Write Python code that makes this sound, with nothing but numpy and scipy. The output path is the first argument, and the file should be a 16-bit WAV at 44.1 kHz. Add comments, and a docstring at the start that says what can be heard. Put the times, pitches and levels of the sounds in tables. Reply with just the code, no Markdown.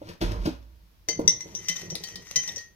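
"""Over steady room tone a kettle lands on its base on a kitchen counter: rattle, knocks and a cabinet boom.
From about 1.1 s a hand stirs a full ceramic mug with a teaspoon, rocking the mug on the counter.
Spoon knocks crack and ring mug and spoon modes; sliding hisses and feeds the same modes; mug pitch sinks.
Two short rising blips sound in the drink. Counter and mug are resonators; rattle and hiss are shaped noise.
A small hard room adds a noise tail; two microphone ports hear differing levels and arrival times."""
import sys
import numpy as np
from scipy import signal
from scipy.fft import rfft, irfft, next_fast_len
from scipy.io import wavfile
from scipy.ndimage import uniform_filter1d

SR = 44100
rng = np.random.default_rng(int(sys.argv[2]) if len(sys.argv) > 2 else 0)


def generate_wav(signal):
    """Clip the signal to [-1, 1] and save it as 16-bit WAV at the path in sys.argv[1]."""
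    frames = np.transpose(np.atleast_2d(signal))
    scaled = np.clip(frames, -1, 1) * 32767
    pcm = np.round(scaled).astype(np.int16)
    wavfile.write(sys.argv[1], SR, pcm)


N = 121275

# room tone spectrum, relative: (frequency [Hz], density [dB per Hz])
HUSH_SPECTRUM = [(18, -55), (30, -3), (60, 1.5), (378, -29), (732, -27), (5440, -29.5), (8090, -41),
                 (14500, -30.5), (16500, -43)]
# left-right likeness of the room tone: (frequency [Hz], correlation [0-1])
HUSH_LIKENESS = [(90, 0.68), (700, 0.043)]
# kettle landing: (time [s], lid and base rattle [dB], counter rub [dB], cabinet boom [dB])
KETTLE_LANDING = [(0, -64.5, -61, -84), (.086, -49.5, -45, -76), (.092, -43.5, -40, -82),
                  (.14, -53, -53, -74), (.2, -76, -79, -72), (.215, -28, -29, -35), (.26, -40, -34, -26),
                  (.365, -50.5, -34.5, -37.5), (.41, -55.5, -42, -27.5), (.45, -44, -41, -33.5),
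                  (.458, -30, -25, -41), (.5, -45, -45.5, -43), (.6, -68, -58, -46.5), (.72, -82, -66, -50),
                  (1.08, -85, -72, -70.5)]
# rattle spectrum, relative: (frequency [Hz], density [dB per Hz])
RATTLE_SPECTRUM = [(350, 14), (1000, 4), (5440, 1), (8020, -13), (15200, -13.5), (16500, -45)]
# knocks passed to the counter: (time [s], drive level [dB], main pitch [Hz])
COUNTER_KNOCKS = [(0.014, -31, 445), (0.219, -19, 248), (0.47, -18, 326), (1.087, -22.5, 577),
                  (1.191, -14.5, 380), (1.456, -36.5, 410), (1.83, -36.5, 418), (1.946, -33, 600),
                  (1.694, -36.5, 170), (2.367, -31.5, 170), (2.494, -40, 650), (2.567, -38, 630)]
# counter top modes: (frequency [Hz], gain [dB], t60 [s])
COUNTER_MODES = [(102.5, 8.5, 0.069), (170, -1, 0.13), (253.3, -5.5, 0.21), (317, 0.5, 0.085),
                 (456.4, -5, 0.13), (566, -1, 0.042), (734, -7.5, 0.023), (905, 3.5, 0.016)]
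# crackle of each knock, relative: (frequency [Hz], density [dB per Hz])
THUD_SPECTRUM = [(150, -3), (600, 2), (3000, -39)]
# stirring hand: (time [s], spoon sliding on the glaze [dB], mug rocking on the counter [dB])
STIRRING = [(1.08, -65, -46.5), (1.26, -64, -33), (1.42, -57, -50), (1.55, -55, -41), (1.7, -49, -57),
            (1.8, -44.5, -49.5), (1.88, -58, -41), (2.1, -47, -53.5), (2.19, -58, -43), (2.26, -54, -59),
            (2.47, -45.5, -53.5), (2.54, -50.5, -46), (2.61, -49, -64.5), (2.75, -88, -62.5)]
# mug's rocking modes on the counter, relative: (frequency [Hz], gain [dB], t60 [s])
ROCK_MODES = [(171.9, -1.5, 0.067), (377, -1, 0.031)]
# spoon against mug: (time [s], blow level [dB], then drive relative to the blow [dB] of
# mug high, mug low, spoon low, spoon high, mug treble)
SPOON_CLINKS = [(1.0865, -31, -7.5, -53, -12, -1.5, -13.5), (1.2765, -25.5, -15, -24, -23, -44, -6.5),
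                (1.4059, -48, -3.5, -45, -50, -36, -5), (1.55, -48, -57, -44, -47, -65, -4),
                (1.6843, -31.5, -11.5, -45, -6, -40, -12), (1.6945, -37, -11, -12, -34, -43, -41),
                (1.9018, -44.5, -21, -55, -13, -55, -6.5), (1.9527, -33.5, -22.5, -32, -44, -46, -66),
                (2.037, -36.5, -48, -12, -14, -6.5, -24), (2.157, -40, -54, -20.5, -13.5, -27, -43),
                (2.3589, -29.5, -11, -23.5, -7.5, -16, -8.5), (2.4764, -43, -13, -40, -9, -45, -7),
                (2.4913, -48, -38, -6, -46, -56, -43), (2.5606, -53.5, -13, -13, -45, -47, 2.5),
                (2.5795, -45.5, -28, -9, -51, -5, -33)]
# mug and spoon mode frequencies before sinking and waver: (frequency [Hz])
RING_MODES_HZ = [2066, 1925, 3098, 7036, 4535, 5190, 5375, 5570, 5850, 6030, 6142, 7540]
# same modes in the same order: (gain [dB], t60 [s])
RING_MODES = [(12, 0.15), (8, 0.27), (5, 0.19), (8, 0.052), (3, 0.19), (2.5, 0.032), (14, 0.045),
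              (15.5, 0.095), (17, 0.11), (18, 0.074), (13, 0.22), (4.5, 0.068)]
# mean crack colour, relative: (frequency [Hz], density [dB per Hz])
CRACK_SPECTRUM = [(150, -45), (500, -18), (1500, -20), (3300, -9), (6000, 0), (7000, -14), (11000, -19),
                  (15500, -21)]
# sliding hiss, relative: (frequency [Hz], density [dB per Hz])
SCRAPE_SPECTRUM = [(350, -13.5), (1580, -16), (1950, -10.5), (5080, -13.5), (6000, -4.5), (8600, -23.5),
                   (14600, -21.5), (16500, -65)]
# blips in the drink: (time [s], peak level [dB], starting pitch [Hz])
DRINK_BLIPS = [(1.767, -34.5, 3660), (2.4922, -29, 3620)]
# room decay: (frequency [Hz], t60 [s])
KITCHEN_DECAY = [(100, 0.15), (1000, 0.33), (4000, 0.25), (12000, 0.13)]
# port level difference: (frequency [Hz], left minus right [dB])
PORT_TILT = [(60, -1.5), (950, -1.5), (3770, 9.5), (15000, 7)]

HUSH_RMS_DB = -60
CLUMP_DB, GRIT_PER_S, GRIT_DB = 7.5, 1800, 2.5  # clump depth, contact rate, contact spread
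KNOCK_SPREAD_LOG, KNOCK_DB, KNOCK_SPAN_S = 0.43, -35, 0.00575  # spread in natural log of frequency
THUD_DB, THUD_T60_S, THUD_RISE_S = -8, 0.085, 0.0045
BOOM_HZ, BOOM_WIDTH_HZ = 56.56, 6.83
RUB_FROM_ROCK_DB, ROCK_MODES_DB = -8, -5.5
CRACK_DB, CRACK_T60_S, CRACK_RISE_S = 8, 0.04, 0.00074
SPOT_DB = 3  # each knock lands on another spot: spread of treble modes and crack colour
STIR_START_S, SINK_PER_S = 1.09, .027
SINK_SHARE = [1, .6, 0, 0, .08]  # by drive column of SPOON_CLINKS
SCRAPE_RING_DB, SCRAPE_LOW_DB = -45, 1.5  # sliding drives the mug's two low modes harder
SHIMMER = .007  # the sloshing drink makes the treble modes waver by this rms share
BLIP_CYCLES, BLIP_GLIDE = 12, .005
MUG_WET_DB, KETTLE_WET_DB, BASS_WET_DB = -6, -6, -12
KETTLE_LAG_S, MUG_LAG_S = 0.000322, -0.000082  # by which left lags right
MUG_PAN_DB = -0.5  # left minus right
EDGE_HZ = 16500


def amp(db):
    """Decibels to amplitude."""
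    return 10 ** (np.asarray(db) / 20)


def evened(x):
    """Scale to unit rms."""
    return x / np.sqrt(np.mean(x ** 2) + 1e-20)


def read(points, hz):
    """Interpolate a table over log frequency."""
    f, value = np.transpose(points)
    return np.interp(np.log(hz + 1), np.log(f + 1), value)


def level(curve, column):
    """Amplitude envelope from a dB column, near silent outside its times."""
    rows = np.transpose(curve)
    return amp(np.interp(np.arange(N) / SR, rows[0], rows[column], left=-120, right=-120))


def add(mix, s, sound):
    """Mix a sound in at s seconds, cut at the end."""
    part = mix[..., round(s * SR):][..., :sound.shape[-1]]
    part += sound[..., :part.shape[-1]]


def coloured(x, spectrum):
    """Filter x by a spectrum, at unit rms."""
    hz = np.fft.rfftfreq(len(x), 1 / SR)
    return evened(irfft(rfft(x) * amp(read(spectrum, hz)), len(x)))


def ring(x, hz, t60_s):
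    """One decaying mode driven by x; a click's ring builds up over a fraction of a millisecond."""
    turn = np.exp(2j * np.pi * np.cumsum(hz * np.ones(N)) / SR)
    soft = signal.lfilter([.07], [1, -.93], x / turn)
    decay_per_sample = amp(-60 / (t60_s * SR))
    return (turn * signal.lfilter([1], [1, -decay_per_sample], soft)).real


def grit():
    """Clumped, uneven contacts of two hard surfaces: sparse impulses of random sign."""
    clumps = amp(CLUMP_DB * evened(uniform_filter1d(rng.standard_normal(N), size=500)))
    heights = amp(GRIT_DB * np.minimum(rng.exponential(1, N), 4))
    touching = rng.random(N) < GRIT_PER_S / SR
    return evened(clumps * heights * touching * rng.choice([-1, 1], N))


def hush():
    """Steady shaped noise: room tone and self-noise, most alike in both ports in the bass."""
    a, b = rfft(rng.standard_normal((2, N)))
    hz = np.fft.rfftfreq(N, 1 / SR)
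    same = read(HUSH_LIKENESS, hz)
    right = same * a + np.sqrt(1 - same ** 2) * b
    spectra = np.array([a, right]) * amp(read(HUSH_SPECTRUM, hz))
    return amp(HUSH_RMS_DB) * evened(irfft(spectra, N))


def kettle():
    """Plastic and steel rattle densely as the kettle settles on its base: shaped grit and noise."""
    rattle = coloured(grit() + 1.17 * rng.standard_normal(N), RATTLE_SPECTRUM)
    return level(KETTLE_LANDING, column=1) * rattle


def counter_knocks():
    """Soft triple pulses of random sign favour the counter modes near each knock's pitch."""
    out = np.zeros(N)
    jolts = rng.standard_normal((len(COUNTER_KNOCKS), len(COUNTER_MODES), 3))
    for k, (hz, mode_db, t60_s) in enumerate(COUNTER_MODES):
        blows = np.zeros(N)
        for (s, db, pitch_hz), jolt in zip(COUNTER_KNOCKS, jolts):
            near = np.exp(-(np.log(hz / pitch_hz) / KNOCK_SPREAD_LOG) ** 2)
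            at = round(s * SR) + np.arange(3) * round(KNOCK_SPAN_S / 2 * SR)
            blows[at] += amp(db + KNOCK_DB) * near * np.sign(jolt[k])
        soft_blows = uniform_filter1d(blows, size=24) * 24
        out += amp(mode_db) * ring(soft_blows, hz, t60_s)
    return out


def thuds():
    """Each counter knock crackles: a decaying burst of shaped noise."""
    out, t = np.zeros(N), np.arange(4096) / SR
    for s, db, _ in COUNTER_KNOCKS:
        envelope = np.minimum(t / THUD_RISE_S, 1) * amp(db + THUD_DB - 60 * t / THUD_T60_S)
        add(out, s, envelope * coloured(rng.standard_normal(len(t)), THUD_SPECTRUM))
    return out


def counter_rub():
    """Rubbing noise from kettle and rocking mug feeds all counter modes."""
    rub = rng.standard_normal(N)
    rubbed = evened(sum(amp(db) * ring(rub, hz, t60_s) for hz, db, t60_s in COUNTER_MODES))
    drive = level(KETTLE_LANDING, column=2) + amp(RUB_FROM_ROCK_DB) * level(STIRRING, column=2)
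    return drive * rubbed


def cabinet_boom():
    """The cabinet booms: a low sine with randomly wobbling pitch."""
    wobble = evened(uniform_filter1d(rng.standard_normal(N), size=4000))
    cycles = np.cumsum(BOOM_HZ + BOOM_WIDTH_HZ * wobble) / SR
    return level(KETTLE_LANDING, column=3) * np.sqrt(2) * np.sin(2 * np.pi * cycles)


def rocking():
    """The stirring hand rocks the mug on its foot: grit and noise drive its rocking modes."""
    shake = grit() + rng.standard_normal(N)
    rocked = evened(sum(amp(db) * ring(shake, hz, t60_s) for hz, db, t60_s in ROCK_MODES))
    return amp(ROCK_MODES_DB) * level(STIRRING, column=2) * rocked


def spoon_cracks():
    """Each spoon knock cracks: a decaying noise burst whose colour varies with the spot."""
    out, t = np.zeros(N), np.arange(4096) / SR
    bands_hz = np.geomspace(150, 16000, num=24)
    for s, db, *_ in SPOON_CLINKS:
        colour_db = read(CRACK_SPECTRUM, bands_hz) + SPOT_DB * rng.standard_normal(len(bands_hz))
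        noise = coloured(rng.standard_normal(len(t)), np.transpose([bands_hz, colour_db]))
        envelope = np.minimum(t / CRACK_RISE_S, 1) * amp(db + CRACK_DB - 60 * t / CRACK_T60_S)
        add(out, s, envelope * noise)
    return out


def spoon_rings():
    """Knocks and sliding feed the same mug and spoon modes; stirring sinks the mug's pitch."""
    modes = len(RING_MODES)
    drive_column = np.array([0, 1, 2, 2, 3] + [4] * (modes - 5))
    blows = np.zeros((modes, N), complex)
    for s, db, *relative_db in SPOON_CLINKS:
        spot_db = SPOT_DB * rng.standard_normal(modes) * (drive_column == 4)
        phase = np.exp(2j * np.pi * rng.random(modes))
        blows[:, round(s * SR)] = amp(db + np.array(relative_db)[drive_column] + spot_db) * phase
    sink = np.clip(np.arange(N) / SR - STIR_START_S, 0, None) * SINK_PER_S
    slide, out = grit() * level(STIRRING, column=1), np.zeros(N)
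    for hz, blow, (db, t60_s), k in zip(RING_MODES_HZ, blows, RING_MODES, drive_column):
        waver = SHIMMER * (k == 4) * evened(uniform_filter1d(rng.standard_normal(N), size=500))
        drive = blow + amp(SCRAPE_RING_DB + SCRAPE_LOW_DB * (k < 2)) * slide
        out += amp(db) * ring(drive, hz * (1 - SINK_SHARE[k] * sink + waver), t60_s)
    return out


def scrape_hiss():
    """The spoon slides on the glaze: shaped grit and noise."""
    hiss = coloured(grit() + 0.54 * rng.standard_normal(N), SCRAPE_SPECTRUM)
    return level(STIRRING, column=1) * hiss


def blips():
    """Short rising tones, like small bubbles, that swell and fade."""
    out = np.zeros(N)
    for s, db, hz in DRINK_BLIPS:
        u = np.arange(0, 3 * BLIP_CYCLES, hz / SR) / BLIP_CYCLES
        envelope = np.e * 2 * u * np.exp(-2 * u)  # peaks at 1
        tone = np.sin(2 * np.pi * BLIP_CYCLES * u * (1 + BLIP_GLIDE * u))
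        add(out, s, amp(db) * envelope * tone)
    return out


def kitchen(x):
    """Small hard room: sparse taps of random sign, each band dying at its own speed."""
    taps = np.zeros((2, SR // 2))
    at = np.arange(200, SR // 2 - 20, 20) + rng.integers(0, 20, (2, (SR // 2 - 201) // 20))
    np.put_along_axis(taps, at, rng.choice([-1., 1.], at.shape), 1)
    hz, t, z = signal.stft(taps, SR, nperseg=256)
    decay = amp(-60 * t / read(KITCHEN_DECAY, hz)[:, None])
    tail = signal.istft(z * decay, SR, nperseg=256)[1]
    return signal.fftconvolve(x[None], tail / np.linalg.norm(tail[0]), axes=1)[:, :N]


def ports(x, lag_s, pan_db=0):
    """Direct sound reaches the two ports with a time and level difference."""
    size = next_fast_len(N + 4096)
    hz, side = np.fft.rfftfreq(size, 1 / SR), np.array([[.5], [-.5]])
    delay = np.exp(-2j * np.pi * side * hz * lag_s)
    gain = amp(side * (read(PORT_TILT, hz) + pan_db))
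    return irfft(rfft(x, size) * delay * gain, size)[:, :N]


def scene():
    """Mix room tone, kettle and counter, mug and drink, and the room's tail (none on the blips)."""
    rattle = kettle()
    low = counter_knocks() + thuds() + counter_rub() + cabinet_boom() + rocking()
    mug = spoon_cracks() + spoon_rings() + scrape_hiss()
    wet = kitchen(amp(MUG_WET_DB) * mug + amp(KETTLE_WET_DB) * rattle + amp(BASS_WET_DB) * low)
    direct = ports(rattle + low, KETTLE_LAG_S) + ports(mug + blips(), MUG_LAG_S, MUG_PAN_DB)
    return hush() + direct + wet


def record(dry):
    """Band limit: a linear-phase low-pass at EDGE_HZ."""
    lowpass = signal.firwin(255, EDGE_HZ, window=("kaiser", 9), fs=SR)
    return signal.oaconvolve(dry, lowpass[None], "same")


dry = scene()
out = record(dry)
generate_wav(out)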